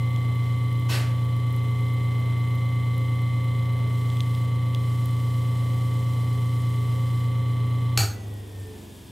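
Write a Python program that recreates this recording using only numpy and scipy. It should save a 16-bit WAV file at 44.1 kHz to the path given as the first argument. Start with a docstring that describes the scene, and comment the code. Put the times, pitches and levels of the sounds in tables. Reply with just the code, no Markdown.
"""Old fan, switched off

Close stereo microphone on an antique induction fan in a small hard room. The mains pull hums in the
iron, rotor slots whine, the sleeve bearing buzzes, hisses and ticks; something scuffs further off.
A switch snaps, hum and whine die, the motor jolts on its base and the rotor coasts against the air."""
import sys
import numpy as np
from scipy import signal
from scipy.fft import rfft, irfft
from scipy.io import wavfile
from scipy.ndimage import map_coordinates

SR = 44100
rng = np.random.default_rng(int(sys.argv[2]) if len(sys.argv) > 2 else 0)


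def wav_out(sig):
    """Save sig, one row per channel (or a flat mono array), as 16-bit PCM at SR to the path in sys.argv[1]."""
    wavfile.write(sys.argv[1], SR, np.round(np.clip(np.atleast_2d(sig).T, -1, 1) * 32767).astype(np.int16))


N = 401745
T = np.arange(N) / SR
SHAFT_HZ, MAINS_HZ, SLOT_COUNT = 27.877, 59.98, 37
OFF_S = 7.975

# sharp resonances of the motor housing: pitch_hz, width_hz, relative_lift_db
HOUSING = [(188, 14, 8), (212, 7.8, 9), (295, 22, 10.5), (433.6, 14.5, 17.5), (534, 14, 20)]


def iron_hum(angle, pull):
    """The field pulls on the iron twice per mains cycle; the turning rotor adds sidebands."""
    # partials: shaft_order, pull_multiple, level_db, left_minus_right_db
    partials = [(-1, 1, -37, 0), (0, 1, -23, 0), (1, 1, -48, -5), (2, 1, -47, 2), (3, 1, -56, -3),
                (-1, 2, -60, -5), (0, 2, -51, 0), (1, 2, -46, -4), (2, 2, -60, -4)]
    return sum(tone(order * angle + multiple * pull, db, pan_db, lead_rad=0.11 * multiple ** 2)
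               for order, multiple, db, pan_db in partials)


def slot_whine(angle, pull, off_centre=0.089, flutter_db=0.2):
    """Rotor slots chop the field; the off-centre rotor opens and closes the air gap once a turn."""
    # partials: slot_order, pull_multiple, level_db, left_minus_right_db
    partials = [(1, -1, -58, -2), (1, 0, -59, -8), (1, 1, -44, -2), (1, 2, -67, -1), (2, 0, -50, 2),
                (2, 1, -62, -5), (3, -1, -62, -1), (3, 0, -65, -3), (3, 1, -68, 0), (3, 3, -67, 0),
                (4, -1, -66, 0), (4, 0, -65, -1)]
    beam, whine = beaming(), 0
    for order, multiple, db, pan_db in partials:
        gap = 1 + off_centre * order * np.cos(angle + rng.uniform(0, 2 * np.pi))
        aim = beam ** {1: 0, 2: 1}.get(order, 0.046)  # the second order beams most
        partial = tone(order * SLOT_COUNT * angle + multiple * pull, db, pan_db)
        whine += partial * gap * aim * undb(flutter_db * wander(9))
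    return whine


def beaming():
    """The upper whine beams, so its gain swings about the average as the microphone moves."""
    # beam at the microphone: time_s, relative_db
    beam_levels = [(0.0, -49.5), (1.03, -53), (1.14, -58), (1.85, -50), (3.3, -50), (4.97, -57),
                   (7.3, -56.5), (7.9, -58)]
    gain = undb(np.interp(T, *np.transpose(beam_levels)))
    return gain / gain.mean()


def slot_whistle(angle, pace, flutter_db=5):
    """Without current the slots still whistle faintly, wavering as the pitch slides."""
    return tone(2 * SLOT_COUNT * angle, db=-63) * pace ** 4 * undb(flutter_db * wander(18))


def rotor_tones(angle, pace, flutter_db=2.5):
    """Unbalance and four blades make tones that slide through the resonances as the rotor slows."""
    # at full speed: shaft_order, level_db, left_minus_right_db
    partials = [(1, -61, 1), (2, -59, 2), (3, -47, 0), (4, -42, 0), (5, -54, 1), (7, -59, 0), (8, -61, 0),
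                (9, -61, 1), (11, -52.5, -2), (15, -54, -2), (18, -59, -2), (19, -52.5, -1), (27, -66, -3)]
    tones = 0
    for order, db, pan_db in partials:
        lift_db = carry_db(order * SHAFT_HZ * pace) - carry_db(order * SHAFT_HZ)
        waver_db = flutter_db * min(order / 8, 1) * wander(5)  # short waves flutter more
        partial = tone(order * angle, db, pan_db, lead_rad=0.03)
        tones += partial * undb(lift_db + waver_db) * pace ** (order / 8)
    return tones


def carry_db(hz, bass_hz=112, bass_db_per_octave=38):
    """Housing and room lift a rotor tone; the small rotor radiates little deep bass."""
    # standing waves of the room: pitch_hz, width_hz, lift_db
    room_modes = [(103.9, 6, 14), (98.15, 2.8, 15)]
    bass_db = bass_db_per_octave * np.minimum(np.log2(hz / bass_hz), 0)
    return resonance_db(hz, HOUSING + room_modes) + bass_db


def air_rush(pace, level_db=-46):
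    """The blades stir the air; its long waves reach both sides of the microphone alike."""
    # spectrum of the rush: frequency_hz, relative_db
    spectrum = [(20, -6), (40, -7), (80, 2.5), (200, -1), (300, -3), (450, -2.5), (600, -6.5), (1000, -12),
                (1400, -20.5), (2500, -20), (5000, -39), (15000, -93)]
    side = butter(rng.standard_normal(N), 1, 220, "high")
    air = rng.standard_normal(N) + undb(-2.5) * np.outer([1, -1], side)
    return undb(level_db + wander(6.8)) * colour(air, spectrum) * pace ** 3.2


def bearing_rub(turns, level_db=-51):
    """The shaft rubs in its sleeve and sounds the housing's resonances."""
    # spectrum of the rubbing: frequency_hz, relative_db
    spectrum = [(120, 5.5), (190, -4.5), (260, 1.5), (330, -2), (430, -5), (500, -24.5), (950, -13.5),
                (1300, -23), (1800, -19.5), (2100, -20), (3600, -12), (4100, -33), (8000, -51)]
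    rub = undb(level_db) * colour(roughness(turns) + 0.6 * noise(side_db=-9), spectrum)
    housing_db = .5 * resonance_db(np.fft.rfftfreq(N, 1 / SR), HOUSING)
    return irfft(rfft(rub) * undb(housing_db), N)


def bearing_buzz(turns, pull, level_db=-52, loose=0.22, throb=0.57, knock=0.49):
    """The magnetic pull presses the rough shaft home in a buzz that also pulses once a turn."""
    # spectrum of the buzz: frequency_hz, relative_db
    spectrum = [(300, 11), (760, -6.5), (1100, 10.5), (1450, -9.5), (2050, 9), (2500, -6.5), (3100, 7),
                (3600, -0.5), (4100, 2), (4450, -48), (9000, -14.5)]
    pressure = (1 + throb * np.cos(pull)) * (1 + knock * np.cos(2 * np.pi * turns))
    friction = roughness(turns) + loose * noise(side_db=-33)
    return undb(level_db) * colour(friction * pressure, spectrum) * beaming() ** 0.069


def oil_hiss(level_db=-56.5, ramp_s=0.11, flutter_db=0.89):
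    """The oil film hisses steadily, and louder in spells when the shaft runs drier."""
    # spectrum of the hiss: frequency_hz, relative_db
    spectrum = [(2000, -3), (3500, -0.5), (5000, 2.5), (6300, -1), (8000, 2), (10000, -0.5), (13000, -1.5),
                (15500, -8.5)]
    # dry spells: start_s, length_s, lift_db
    spells = [(3.926, .53, 3.5), (4.793, 2.46, 4), (8.56, 0.52, 2)]
    dry_db = sum(db * np.clip(.5 + np.minimum(T - start, start + length - T) / ramp_s, 0, 1)
                 for start, length, db in spells)
    return colour(noise(side_db=-39), spectrum) * undb(level_db + dry_db + flutter_db * wander(200))


def oil_crackle(first_per_s=38, thinning_s=6, small_db=-44, spread_db=3, t60=0.0036):
    """Tiny bubbles burst in the oil film: very high specks, thinning out as the motor runs."""
    # the loudest bubbles: start_s, relative_db
    pops = [(1.527, -30), (1.564, -25), (2.98, -26), (5.058, -23)]
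    sizes = undb(small_db + spread_db * np.minimum(rng.exponential(size=N), 3))
    bursts = sizes * (rng.random(N) < first_per_s * np.exp(-T / thinning_s) / SR)
    for start, db in pops:
        bursts[int(start * SR)] = undb(db)
    envelope = signal.lfilter([1], [1, -np.exp(-np.log(1000) / (t60 * SR))], bursts + 1e-18)
    return butter(envelope * rng.standard_normal(N), 2, [10000, 14500], "band")


def bearing_ticks(pitch_hz=3370, t60=0.0071, grit=0.37, faint_count=14, settled_s=4.5):
    """The shaft's play clicks in the bearing: a few cycles of ringing and a speck of grit."""
    # the loudest ticks: start_s, relative_db
    loud = [(.1615, -23), (4.1012, -29), (4.170, -28), (4.2055, -20.5), (4.350, -28), (4.7481, -22)]
    faint = zip(rng.uniform(0, settled_s, faint_count), rng.normal(-40.5, 1.5, faint_count))
    clicks, t = np.zeros(N), T[:SR // 50]
    ringing, decay = np.sin(2 * np.pi * pitch_hz * t), np.exp(-np.log(1000) * t / t60)
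    for start, db in [*loud, *faint]:
        speck = butter(rng.standard_normal(len(t)), 1, [.8 * pitch_hz, 1.4 * pitch_hz], "band")
        i = int(start * SR)
        clicks[i:i + len(t)] += undb(db) * (ringing + grit * speck / speck.std()) * decay
    return butter(clicks, 3, 2500, "high")


def switch_snap(crack_db=-15, ring_db=5.5, room_db=2):
    """The contacts crack over, the switch rings and the room answers."""
    # contact strikes: delay_s, relative_db
    contacts = [(0, 2), (.0018, -10.5), (.004, -5.5)]
    # spectrum of the crack: frequency_hz, relative_db
    spectrum = [(150, 6.5), (350, 4), (550, 7.5), (750, 1), (1100, -2), (1600, 0), (2600, 0.5), (3400, -3),
                (4500, -5), (5500, 0), (7600, 2), (9000, -6.5), (13000, -5), (15500, -14)]
    # ring of the switch: pitch_hz, relative_db, t60_s
    modes = [(690, -39, .12), (790, -40, .12), (1620, -47, .15), (2490, -45, .1), (4260, -26, .03),
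             (4470, -24, .035), (4597, -31, .09), (6410, -49, .55), (6418, -52, .5), (6700, -42, .15),
             (7520, -41, .07), (8310, -48, .3), (9930, -50, .2), (12000, -45, .18), (13280, -45, .22)]
    strikes = sum(undb(db) * fade(OFF_S + delay, t60=0.015) for delay, db in contacts)
    crack = colour(rng.standard_normal(N) * strikes, spectrum)
    snap = undb(crack_db) * crack + undb(ring_db) * ring(modes, OFF_S)
    return snap + undb(room_db) * room(snap, low_t60=0.47, high_t60=0.32, build_s=0.0093)


def base_jolt(start_s=7.99):
    """Freed of its torque, the motor rocks on its base."""
    # rocking modes: pitch_hz, level_db, t60_s
    modes = [(107.9, -9.5, 0.34), (89, -26.5, 0.82)]
    return ring(modes, start_s) * rise(start_s, rise_s=0.019)


def scuffs(grain_db=3.9):
    """Short gritty scrapes some way off, heard through the room."""
    # scrapes: start_s, relative_db
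    scrapes = [(.42, -49), (0.883, -23)]
    # spectrum of the grit: frequency_hz, relative_db
    spectrum = [(200, -22), (330, 1.5), (500, 1), (1000, -3.5), (1400, -3), (2500, 0), (5000, -4.5),
                (8000, -10), (13000, -15.5), (15500, -24)]
    strokes = sum(undb(db) * fade(start, t60=0.32) * rise(start, rise_s=0.01) for start, db in scrapes)
    grit = colour(rng.standard_normal(N) * strokes * undb(grain_db * wander(400)), spectrum)
    return room(grit, low_t60=0.61, high_t60=0.35, build_s=0.0011)


def room(x, low_t60, high_t60, build_s, split_hz=1800):
    """Hard walls close by: diffuse reverberation that builds quickly and loses its treble first."""
    low = butter(noise(side_db=-8), 2, split_hz, "low") * fade(0, low_t60)
    high = butter(noise(side_db=-17), 2, split_hz, "high") * fade(0, high_t60)
    tail = ((low + high) * rise(0, build_s))[:, :SR]
    return signal.fftconvolve(x[None], tail / np.sqrt(np.sum(tail ** 2) / 2), axes=1)[:, :N]


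def roughness(turns, points=1580):
    """Surface roughness that passes again on every turn of the shaft."""
    return map_coordinates(rng.standard_normal(points), [turns % 1 * points], order=3, mode="grid-wrap")


def tone(phase, db, pan_db=0, lead_rad=0):
    """A stereo sine of the given rms level; the left side is ahead by pan_db and lead_rad."""
    sides = np.array([[.5], [-.5]])
    wave = np.sin(phase + rng.uniform(0, 2 * np.pi) + lead_rad * sides)
    return np.sqrt(2) * undb(db + pan_db * sides) * wave


def ring(modes, start):
    """Decaying modes struck at the start time."""
    return sum(undb(db) * fade(start, t60) * np.sin(2 * np.pi * hz * (T - start))
               for hz, db, t60 in modes)


def resonance_db(hz, peaks):
    """Lift that a set of resonances gives at a frequency."""
    return sum(db / (1 + ((hz - centre) / (width / 2)) ** 2) for centre, width, db in peaks)


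def colour(x, spectrum):
    """Shape a signal to a spectrum, rolled off below its lowest point; white noise keeps its power."""
    hz, db = np.transpose(spectrum)
    bins_hz = np.maximum(np.fft.rfftfreq(N, 1 / SR), 1)
    gain = undb(np.interp(np.log(bins_hz), np.log(hz), db))
    gain /= np.sqrt(1 + (.5 * hz[0] / bins_hz) ** 4)
    return irfft(rfft(x) * gain / np.sqrt(np.mean(gain ** 2)), N)


def butter(x, order, hz, kind):
    """Low, high or band pass."""
    return signal.sosfilt(signal.butter(order, hz, kind, fs=SR, output="sos"), x)


def noise(side_db):
    """Stereo white noise with a side part of the given level."""
    mid, side = rng.standard_normal((2, N))
    return mid + undb(side_db) * np.outer([1, -1], side)


def wander(rate_hz):
    """Smooth random drift, spread near 1."""
    return np.interp(T * rate_hz, np.arange(2000), rng.standard_normal(2000))


def rise(start, rise_s):
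    """Silence, then a rounded climb to 1."""
    return 1 - np.exp(-np.maximum(T - start, 0) / rise_s)


def fade(start, t60):
    """Silence, then an exponential decay."""
    return (T >= start) * np.exp(-np.log(1000) * np.maximum(T - start, 0) / t60)


def undb(db):
    """Decibels to gain."""
    return 10 ** (np.asarray(db) / 20)


def scene(drag_per_s=.213):
    """Steady running, then a coast in which air drag grows with the square of the speed."""
    pace = 1 / (1 + drag_per_s * np.maximum(T - OFF_S, 0))  # share of full speed
    turns = np.cumsum(SHAFT_HZ * pace) / SR
    angle = 2 * np.pi * turns
    pull = 2 * np.pi * 2 * MAINS_HZ * T  # phase of the magnetic pull
    current = (T < OFF_S) + fade(OFF_S, t60=0.17)
    iron = current * (iron_hum(angle, pull) + slot_whine(angle, pull))
    rotor = (1 - current) * slot_whistle(angle, pace) + rotor_tones(angle, pace) + air_rush(pace)
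    bearing = bearing_rub(turns) + current * bearing_buzz(turns, pull)
    oil = oil_hiss() + oil_crackle()
    return iron + rotor + bearing + oil + bearing_ticks() + scuffs() + switch_snap() + base_jolt()


def record(dry, top_hz=15700):
    """The recorder cuts the top."""
    return signal.sosfilt(signal.ellip(10, .2, 80, top_hz, fs=SR, output="sos"), dry)


dry = scene()
out = record(dry)
wav_out(out)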